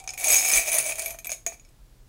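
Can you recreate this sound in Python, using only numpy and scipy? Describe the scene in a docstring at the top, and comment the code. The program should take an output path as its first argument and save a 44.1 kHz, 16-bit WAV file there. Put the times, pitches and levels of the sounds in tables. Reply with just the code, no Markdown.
"""Small metal charms are swirled in a hand-held ceramic mug in a quiet room.
First come a few taps, then three surges of dense rattling, with dull knocks on the base later on.
Then single clinks as the charms settle, one last drop, a few very faint clinks and a soft thud of the hands.
Clinks and rattling are short bright noise cracks with fading ringing tones of mug and charms;
a low hollow tone is the air in the mug, and rumble, hiss and hum lie under it all."""
import sys
import numpy as np
from scipy import signal
from scipy.fft import irfft
from scipy.io import wavfile

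SR = 44100
rng = np.random.default_rng(int(sys.argv[2]) if len(sys.argv) > 2 else 0)


def file_out(sig):
    """Save sig as 16-bit WAV at sys.argv[1]."""
    # one column per channel
    cols = np.atleast_2d(sig).T
    # limit, then scale
    lim = np.clip(cols, -1, 1)
    pcm = np.round(lim * 32767).astype(np.int16)
    wavfile.write(sys.argv[1], SR, pcm)


N = 91904
TIME = np.arange(N) / SR
RING_TIME = TIME[:SR // 5]  # each single sound lasts at most 0.2 s


def amp(db):
    """Turn decibels into a gain."""
    return 10 ** (np.asarray(db) / 20)


def dying(t, t60):
    """Fading envelope that loses 60 dB in t60 seconds."""
    return np.exp(-np.log(1000) * t / t60)


def bell(t, centre, width):
    """Smooth bell-shaped rise and fall, highest at the centre."""
    return np.exp(-.5 * ((t - centre) / width) ** 2)


def convolve(x, response):
    """Start a copy of the response at every pulse or sample of x."""
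    return signal.fftconvolve(x, response)[:N]


def coloured(spectrum, size):
    """Noise with the given spectrum and random phases, scaled to rms 1."""
    hz, db = np.transpose(spectrum)
    grid = np.maximum(np.fft.rfftfreq(size, 1 / SR), 1)
    level = amp(np.interp(np.log(grid), np.log(hz), db))
    phase = np.exp(2j * np.pi * rng.random(len(grid)))
    noise = irfft(phase * level, size)
    return noise / noise.std()


def low_pass(x, hz):
    """Gently take away the treble above hz."""
    return signal.lfilter(*signal.butter(2, hz, fs=SR), x)


# colour of the quiet room's noise: f/Hz, level/dB (relative)
BACKGROUND_COLOUR = [(15, -30.5), (25, -4.5), (52, -8.5), (92, -22), (123, -12.5), (149, -25.5), (217, -26),
                     (476, -31), (796, -36.5), (2350, -42.5), (4870, -42.5), (16000, -47.5)]
BACKGROUND_DB, HUM_HZ, HUM_DB = -54, 121.6, -69


def background():
    """Low room rumble and faint hiss as coloured noise, and mains hum as a steady sine."""
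    noise = amp(BACKGROUND_DB) * coloured(BACKGROUND_COLOUR, size=N)
    hum = np.sqrt(2) * np.sin(2 * np.pi * HUM_HZ * TIME)  # rms 1
    return noise + amp(HUM_DB) * hum


ROOM_DB, ROOM_T60_S, ROOM_DELAY_S = -9.5, 0.23, 0.0057
ROOM_LOW_DB, ROOM_LOW_T60_S, ROOM_LOW_HZ = -9.5, 0.2, 1130


def room_tail(t60):
    """Many random reflections as fading noise after a short delay, scaled to energy 1."""
    t = TIME[:SR // 2]
    tail = rng.standard_normal(len(t)) * dying(t, t60) * (t > ROOM_DELAY_S)
    return tail / np.linalg.norm(tail)


def room(x):
    """Short diffuse echo of a furnished room: a full-range tail plus a second one for the lows."""
    full = room_tail(ROOM_T60_S)
    low = low_pass(room_tail(ROOM_LOW_T60_S), ROOM_LOW_HZ)
    return convolve(x, amp(ROOM_DB) * full + amp(ROOM_LOW_DB) * low)


# dull bumps of the hands on the mug: t/s, level/dB
BUMPS = [(0.328, -46), (.58, -37.5), (1.828, -41.5)]
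BUMP_HZ, BUMP_S = 36.7, 0.028


def bumps():
    """Soft, very low handling thuds: a deep sine that swells and fades quickly."""
    out = np.zeros(N)
    for s, db in BUMPS:
        since = TIME - s
        out += amp(db) * np.exp(-(since / BUMP_S) ** 2) * np.sin(2 * np.pi * BUMP_HZ * since)
    return out


# pitch of the air in the mug as it tilts: t/s, f/Hz, scatter from touch to touch (share of the pitch)
AIR_PITCH = [(0, 763, 0), (.16, 750, 0.035), (.28, 688.6, .06), (.37, 714, 0.075), (.62, 662, 0.034),
             (.8, 624.6, 0), (1.15, 657.6, 0.021), (1.5, 688, 0.023)]
AIR_T60_S, HOLLOW_DB = 0.075, -3
CLINK_AIR_DB, KNOCK_AIR_DB = -10, 15  # added to the level of each clink or knock


def mug_air():
    """Touches, clinks and knocks push the air in the mug; its hollow tone shifts with tilt and scatters."""
    pushes = amp(HOLLOW_DB) * contacts(3)
    for rows, air_db in ((CLINKS, CLINK_AIR_DB), (KNOCKS, KNOCK_AIR_DB)):
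        for s, db, *_ in rows:
            pushes[int(s * SR)] += amp(db + air_db)
    s, hz, scatter = np.transpose(AIR_PITCH)
    wander = np.interp(TIME, s, scatter) * rng.standard_normal(N)
    pitch = np.interp(TIME, s, hz) * (1 + wander)
    envelope = dying(RING_TIME, AIR_T60_S)
    envelope *= np.sqrt(2) / np.linalg.norm(envelope)  # each full tone has energy near 1
    out = np.zeros(N + SR)
    for i in np.flatnonzero(pushes):
        tone = envelope * np.cos(2 * np.pi * pitch[i] * RING_TIME)
        out[i:i + len(RING_TIME)] += pushes[i] * tone
    return out[:N]


# charms knock on the base of the mug: t/s, level/dB (relative)
KNOCKS = [(.924, -38), (1.061, -35.5), (1.145, -34.5), (1.257, -36), (1.294, -31), (1.318, -30.5),
          (1.4638, -23), (1.522, -38)]
# colour of a knock: f/Hz, level/dB (relative)
KNOCK_COLOUR = [(150, -18), (380, -5), (620, -1.5), (1100, -7.5), (2000, -3), (5000, -31)]
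KNOCK_T60_S, KNOCK_DB = 0.034, -9  # the level is added to that of each knock


def knocks():
    """Dull contacts with the thick base: short bursts of fading, coloured noise."""
    out = np.zeros(N + SR)
    for s, db in KNOCKS:
        start = int(s * SR)
        thud = dying(RING_TIME, KNOCK_T60_S) * coloured(KNOCK_COLOUR, size=len(RING_TIME))
        out[start:start + len(thud)] += amp(db + KNOCK_DB) * thud
    return out[:N]


# average colour of the crack of a contact, before random changes: f/Hz, level/dB (relative)
CRACK_COLOUR = [(100, -36), (280, -29), (450, -7), (680, -4), (1050, -11), (1600, -8.5), (2400, -6.5),
                (3000, -4), (4400, -4.5), (6400, 0.5), (8000, 4.5), (10000, 4), (12500, -3.5), (15500, -2)]
SNAP_DB, SNAP_T60_S = -15, 0.0042
REFLECTIONS_DB, REFLECTIONS_T60_S = -13, 0.038
COLOUR_DB = 2  # size of the random changes


def crack():
    """A sharp snap and its dense reflections inside the mug, as noise in a colour of its own."""
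    snap = amp(SNAP_DB) * dying(RING_TIME, SNAP_T60_S)
    reflections = amp(REFLECTIONS_DB) * dying(RING_TIME, REFLECTIONS_T60_S)
    colour = [(hz, db + COLOUR_DB * rng.uniform(-0.093, 1)) for hz, db in CRACK_COLOUR]
    return (snap + reflections) * coloured(colour, size=len(RING_TIME))


# tones of the mug wall, damped by the hand, before random changes: f/Hz, level/dB, t60/s
MUG = [(1874, -38, 0.04), (2292, -19, 0.061), (2370, -20, 0.055), (2442, -19, 0.042), (2557, -23.5, 0.032),
       (3785, -40.5, 0.17), (6200, -20.5, 0.044), (6490, -25, 0.033), (6560, -22, 0.067), (6740, -18, 0.05),
       (15520, -29, 0.067)]
MODE_SPREAD_DB, WALL_DETUNE_HZ = 4.5, 16


def mug_wall():
    """The wall's fading tones; strength and pitch vary with the spot hit and the charms lying on it."""
    out = np.zeros(len(RING_TIME))
    for hz, db, t60 in MUG:
        level = amp(db + MODE_SPREAD_DB * rng.uniform(-1.1, 1))
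        pitch = hz + WALL_DETUNE_HZ * rng.standard_normal()
        tone = np.sin(2 * np.pi * pitch * RING_TIME) * dying(RING_TIME, t60)
        out += level * tone * rng.choice([-1, 1])
    return out


def ping(hz, t60, detune, count=3):
    """A ping of mug or charm: a few close tones that start together and beat, never quite the same."""
    pitches = hz * (1 + detune * rng.uniform(-1.05, 1, (count, 1)))
    return np.sin(2 * np.pi * pitches * RING_TIME).mean(axis=0) * dying(RING_TIME, t60)


# the swirl, levels relative: t/s, charms on the wall level/dB, charms on each other level/dB,
# hollow air tone level/dB
SWIRL = [(0, -67, -70, -49.5), (0.169, -57, -70.5, -51.5), (0.178, -32.5, -47, -48),
         (0.194, -35.5, -42, -49), (0.268, -27, -22.5, -31.5), (0.342, -22.5, -16, -36),
         (0.426, -27, -30.5, -39), (0.572, -21, -17, -36.5), (0.648, -34, -51, -46),
         (0.684, -24.5, -25.5, -28), (0.71, -36, -34.5, -50), (0.732, -25, -19.5, -38),
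         (0.762, -28.5, -25, -30.5), (0.79, -25, -24.5, -49), (0.83, -34, -36.5, -40),
         (0.898, -29.5, -26.5, -35), (0.922, -32.5, -41.5, -36.5), (0.944, -55, -49, -52),
         (0.99, -35.5, -32, -39.5), (1.114, -48, -43.5, -44.5), (1.17, -58, -71, -53)]
CONTACTS_PER_S = 400
SIZE_SPREAD_DB, EVEN_S = 2.5, .008


def contacts(column):
    """Random touches of uneven size whose running level follows one column of the swirl."""
    swirl = np.array(SWIRL)
    born = rng.random(N) < CONTACTS_PER_S / SR
    clicks = born * amp(SIZE_SPREAD_DB * rng.standard_normal(N)) * rng.choice([-1, 1], N)
    window = bell(RING_TIME, RING_TIME.mean(), EVEN_S / 2)
    power = signal.fftconvolve(clicks ** 2, window / window.sum(), "same")
    # silent before the first row and after the last
    level = np.interp(TIME, swirl[:, 0], swirl[:, column], left=-np.inf, right=-np.inf)
    return clicks / np.sqrt(np.abs(power) + 1e-9) * amp(level)


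# ringing tones of mug and charms, each used most around its own moment:
# f/Hz, level/dB (relative), t60/s, used most at t/s
PINGS = [(1915, -16.5, .07, .72), (5222, -7, 0.095, .33), (6210, -3, 0.022, .58), (6660, -1.5, 0.11, .35),
         (8040, -3, 0.046, .4), (9080, -11, .1, .9), (9320, -7, 0.052, .5), (9540, -3, .07, .76),
         (10480, -4, .06, .54), (10550, -6, 0.063, .72), (11310, -9, 0.093, .31), (12230, -7, 0.086, 0.25)]
WALL_DB, WALL_CRACK_DB = -11.5, -1.5
JINGLE_DB, JINGLE_WALL_DB = -16, -10
BUSY_S, PING_DETUNE = .24, .008  # detuning is a share of the pitch


def rattle(count=2):
    """Swirled charms skip along the wall and jingle together; the pings take turns, count kinds of each."""
    wall = amp(WALL_DB) * contacts(1)
    jingle = amp(JINGLE_DB) * contacts(2)
    # deal every touch to one ping, most likely one that is busy then
    busy = [bell(TIME, busiest, BUSY_S) for *_, busiest in PINGS]
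    chance = np.cumsum(busy, axis=0)
    dealt = np.sum(chance < rng.random(N) * chance[-1], axis=0)
    way = rng.integers(0, count, N)
    out = np.zeros(N)
    for k, (hz, db, t60, _) in enumerate(PINGS):
        for j in range(count):
            mine = (dealt == k) & (way == j)
            wall_hit = mug_wall() + amp(WALL_CRACK_DB) * crack()
            jingle_hit = crack() + amp(db) * ping(hz, t60, PING_DETUNE)
            jingle_hit += amp(JINGLE_WALL_DB) * mug_wall()
            out += convolve(wall * mine, wall_hit) + convolve(jingle * mine, jingle_hit)
    return out


CHATTER_GAP_S, CHATTER_DB, CHATTER_JITTER = .0022, -6.5, 0.46  # typical gap, level, unevenness of gaps


def chatter(length_s, count=16):
    """A first touch, then a fading run of quick, uneven rebounds."""
    gaps = CHATTER_GAP_S * np.exp(CHATTER_JITTER * rng.uniform(-1, 1, count))
    after = np.cumsum(gaps)
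    touches = np.zeros(len(RING_TIME))
    places = np.minimum(after * SR, len(touches) - 1).astype(int)
    fade = np.exp(-(after / length_s) ** 2)
    touches[places] = amp(CHATTER_DB) * rng.standard_normal(count) * fade
    touches[0] = 1
    return touches


# a ping lasts longer and ends up purer as the heap loosens: t/s, t60/s, detuning (share of the pitch)
PING_DAMPING = [(.11, 0.021, .01), (.3, 0.031, 0.011), (1.04, 0.056, .001)]
# single clinks: t/s, level/dB, mug wall level/dB, main ping f/Hz, ping level/dB,
# brightness (treble cut) f/Hz, fading time of the chatter/s
CLINKS = [(.0005, -27, -3, 6700, -33, 8400, 0.016), (0.04, -30.5, -2, 8040, -31, 12000, 0.0021),
          (.076, -16, 1.5, 6200, -1, 7000, 0.0034), (.0912, -16.5, 0, 5240, -8, 7550, 0.0018),
          (.105, -23.5, -8.5, 6680, -2, 9000, .003), (.136, -24, -2, 9650, -16, 12900, .012),
          (.1775, -29, 9.5, 12230, -16, 14000, 0.0073), (.186, -25, -11, 12230, -6, 17000, .004),
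          (0.198, -19.5, -8, 10700, -8, 16000, 0.0036), (.209, -21, -1, 10580, -11, 16000, 0.0066),
          (.243, -9, 0, 10500, -6, 16800, .004), (.284, -20, -3, 8040, 4, 17000, 0.013),
          (.303, -10, -1.5, 6660, -5, 16000, 0.02), (.3195, -11, -4, 8040, -2, 17000, 0.021),
          (.341, -12.5, 9, 10500, -8, 17000, 0.0044), (.364, -15.5, 7.5, 6660, -9, 16000, .008),
          (.391, -26, -14, 6660, 10, 14000, 0.0023), (.452, -17, 1, 8040, -5, 16000, .003),
          (.487, -8.5, -6, 10500, -10, 16000, 0.01), (.536, -9.5, 3.5, 6210, -3, 15800, 0.0056),
          (.573, -13, 7.5, 10500, -18, 16000, 0.0077), (0.7174, -15.5, 0.5, 10300, -2, 16100, 0.018),
          (.7495, -19.5, -18, 9480, 4, 16000, 0.002), (.785, -6.5, -13, 9530, -5.5, 16000, 0.0021),
          (.863, -16, -23, 8040, -7, 16000, 0.0022), (0.921, -16, -8, 2490, -7.5, 12000, 0.0016),
          (0.9562, -20.5, -4, 9530, -18, 16000, 0.0016), (.984, -20.5, -4, 10800, -19, 16000, 0.0017),
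          (.9945, -14, -3.5, 9450, -12.5, 16200, 0.0021), (1.02, -15.5, -10, 9080, -17, 16000, 0.0027),
          (1.045, -39, -8, 11750, 6, 15800, 0.01), (1.06, -17.5, 1, 11750, -6, 16000, 0.0018),
          (1.079, -29, 6.5, 11900, -0.5, 16000, 0.026), (1.106, -18.5, -1, 11800, -11.5, 16100, 0.011),
          (1.137, -35, -1, 10580, -21, 13000, 0.02), (1.1874, -26.5, 2, 11970, -15, 15000, 0.013),
          (1.2455, -21.5, 1.5, 9080, -21, 16000, 0.0053), (1.256, -23, -6, 9080, -23, 16000, 0.0019),
          (1.270, -23, 3.5, 12230, -2.5, 18000, 0.0027), (1.2934, -24.5, 7, 6600, -8, 15000, 0.0058),
          (1.302, -20, -9, 6590, -13, 16000, 0.034), (1.318, -15, 1.5, 6680, -8.5, 14600, 0.0039),
          (1.327, -25, 0, 6680, -16, 16100, 0.018), (1.339, -36, -7, 6920, -12, 15100, 0.024),
          (1.4643, -15.5, -2, 6680, -2.5, 15700, 0.0069), (1.474, -28, 3, 6200, -1, 17000, 0.035),
          (1.526, -36.5, 3, 2310, -13, 13800, 0.038), (1.597, -42, 3, 6756, -3, 9140, .003),
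          (1.649, -42, 2, 5330, -13, 8420, 0.003), (1.689, -46, -5, 8040, -14, 13780, .002)]


def clinks():
    """Single charms drop onto the mug and rebound: crack, wall and ping, each with its own treble cut."""
    out = np.zeros(N + SR)
    when, t60, detune = np.transpose(PING_DAMPING)
    for s, db, mug_db, ping_hz, ping_db, bright_hz, chatter_s in CLINKS:
        touches = chatter(chatter_s)
        impact = crack() + amp(mug_db) * mug_wall()
        hit = convolve(touches, impact)[:len(RING_TIME)]
        main_ping = ping(ping_hz, np.interp(s, when, t60), np.interp(s, when, detune))
        hit = low_pass(hit + amp(ping_db) * main_ping, bright_hz)
        start = int(s * SR)
        out[start:start + len(hit)] += amp(db) * hit
    return out[:N]


RADIATES_ABOVE_HZ = 230


def scene():
    """The mug and its charms in the room; so small a body gives off little bass."""
    mug = rattle() + clinks() + knocks() + mug_air()
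    mug = signal.lfilter(*signal.butter(2, RADIATES_ABOVE_HZ, "high", fs=SR), mug)
    return (mug + room(mug) + bumps() + background())[None]


CUTOFF_HZ = 15750


def record(dry):
    """Cut the top steeply with an elliptic low-pass."""
    steep = signal.ellip(12, .1, 90, CUTOFF_HZ, fs=SR, output="sos")
    return signal.sosfilt(steep, dry)


dry = scene()
out = record(dry)
file_out(out)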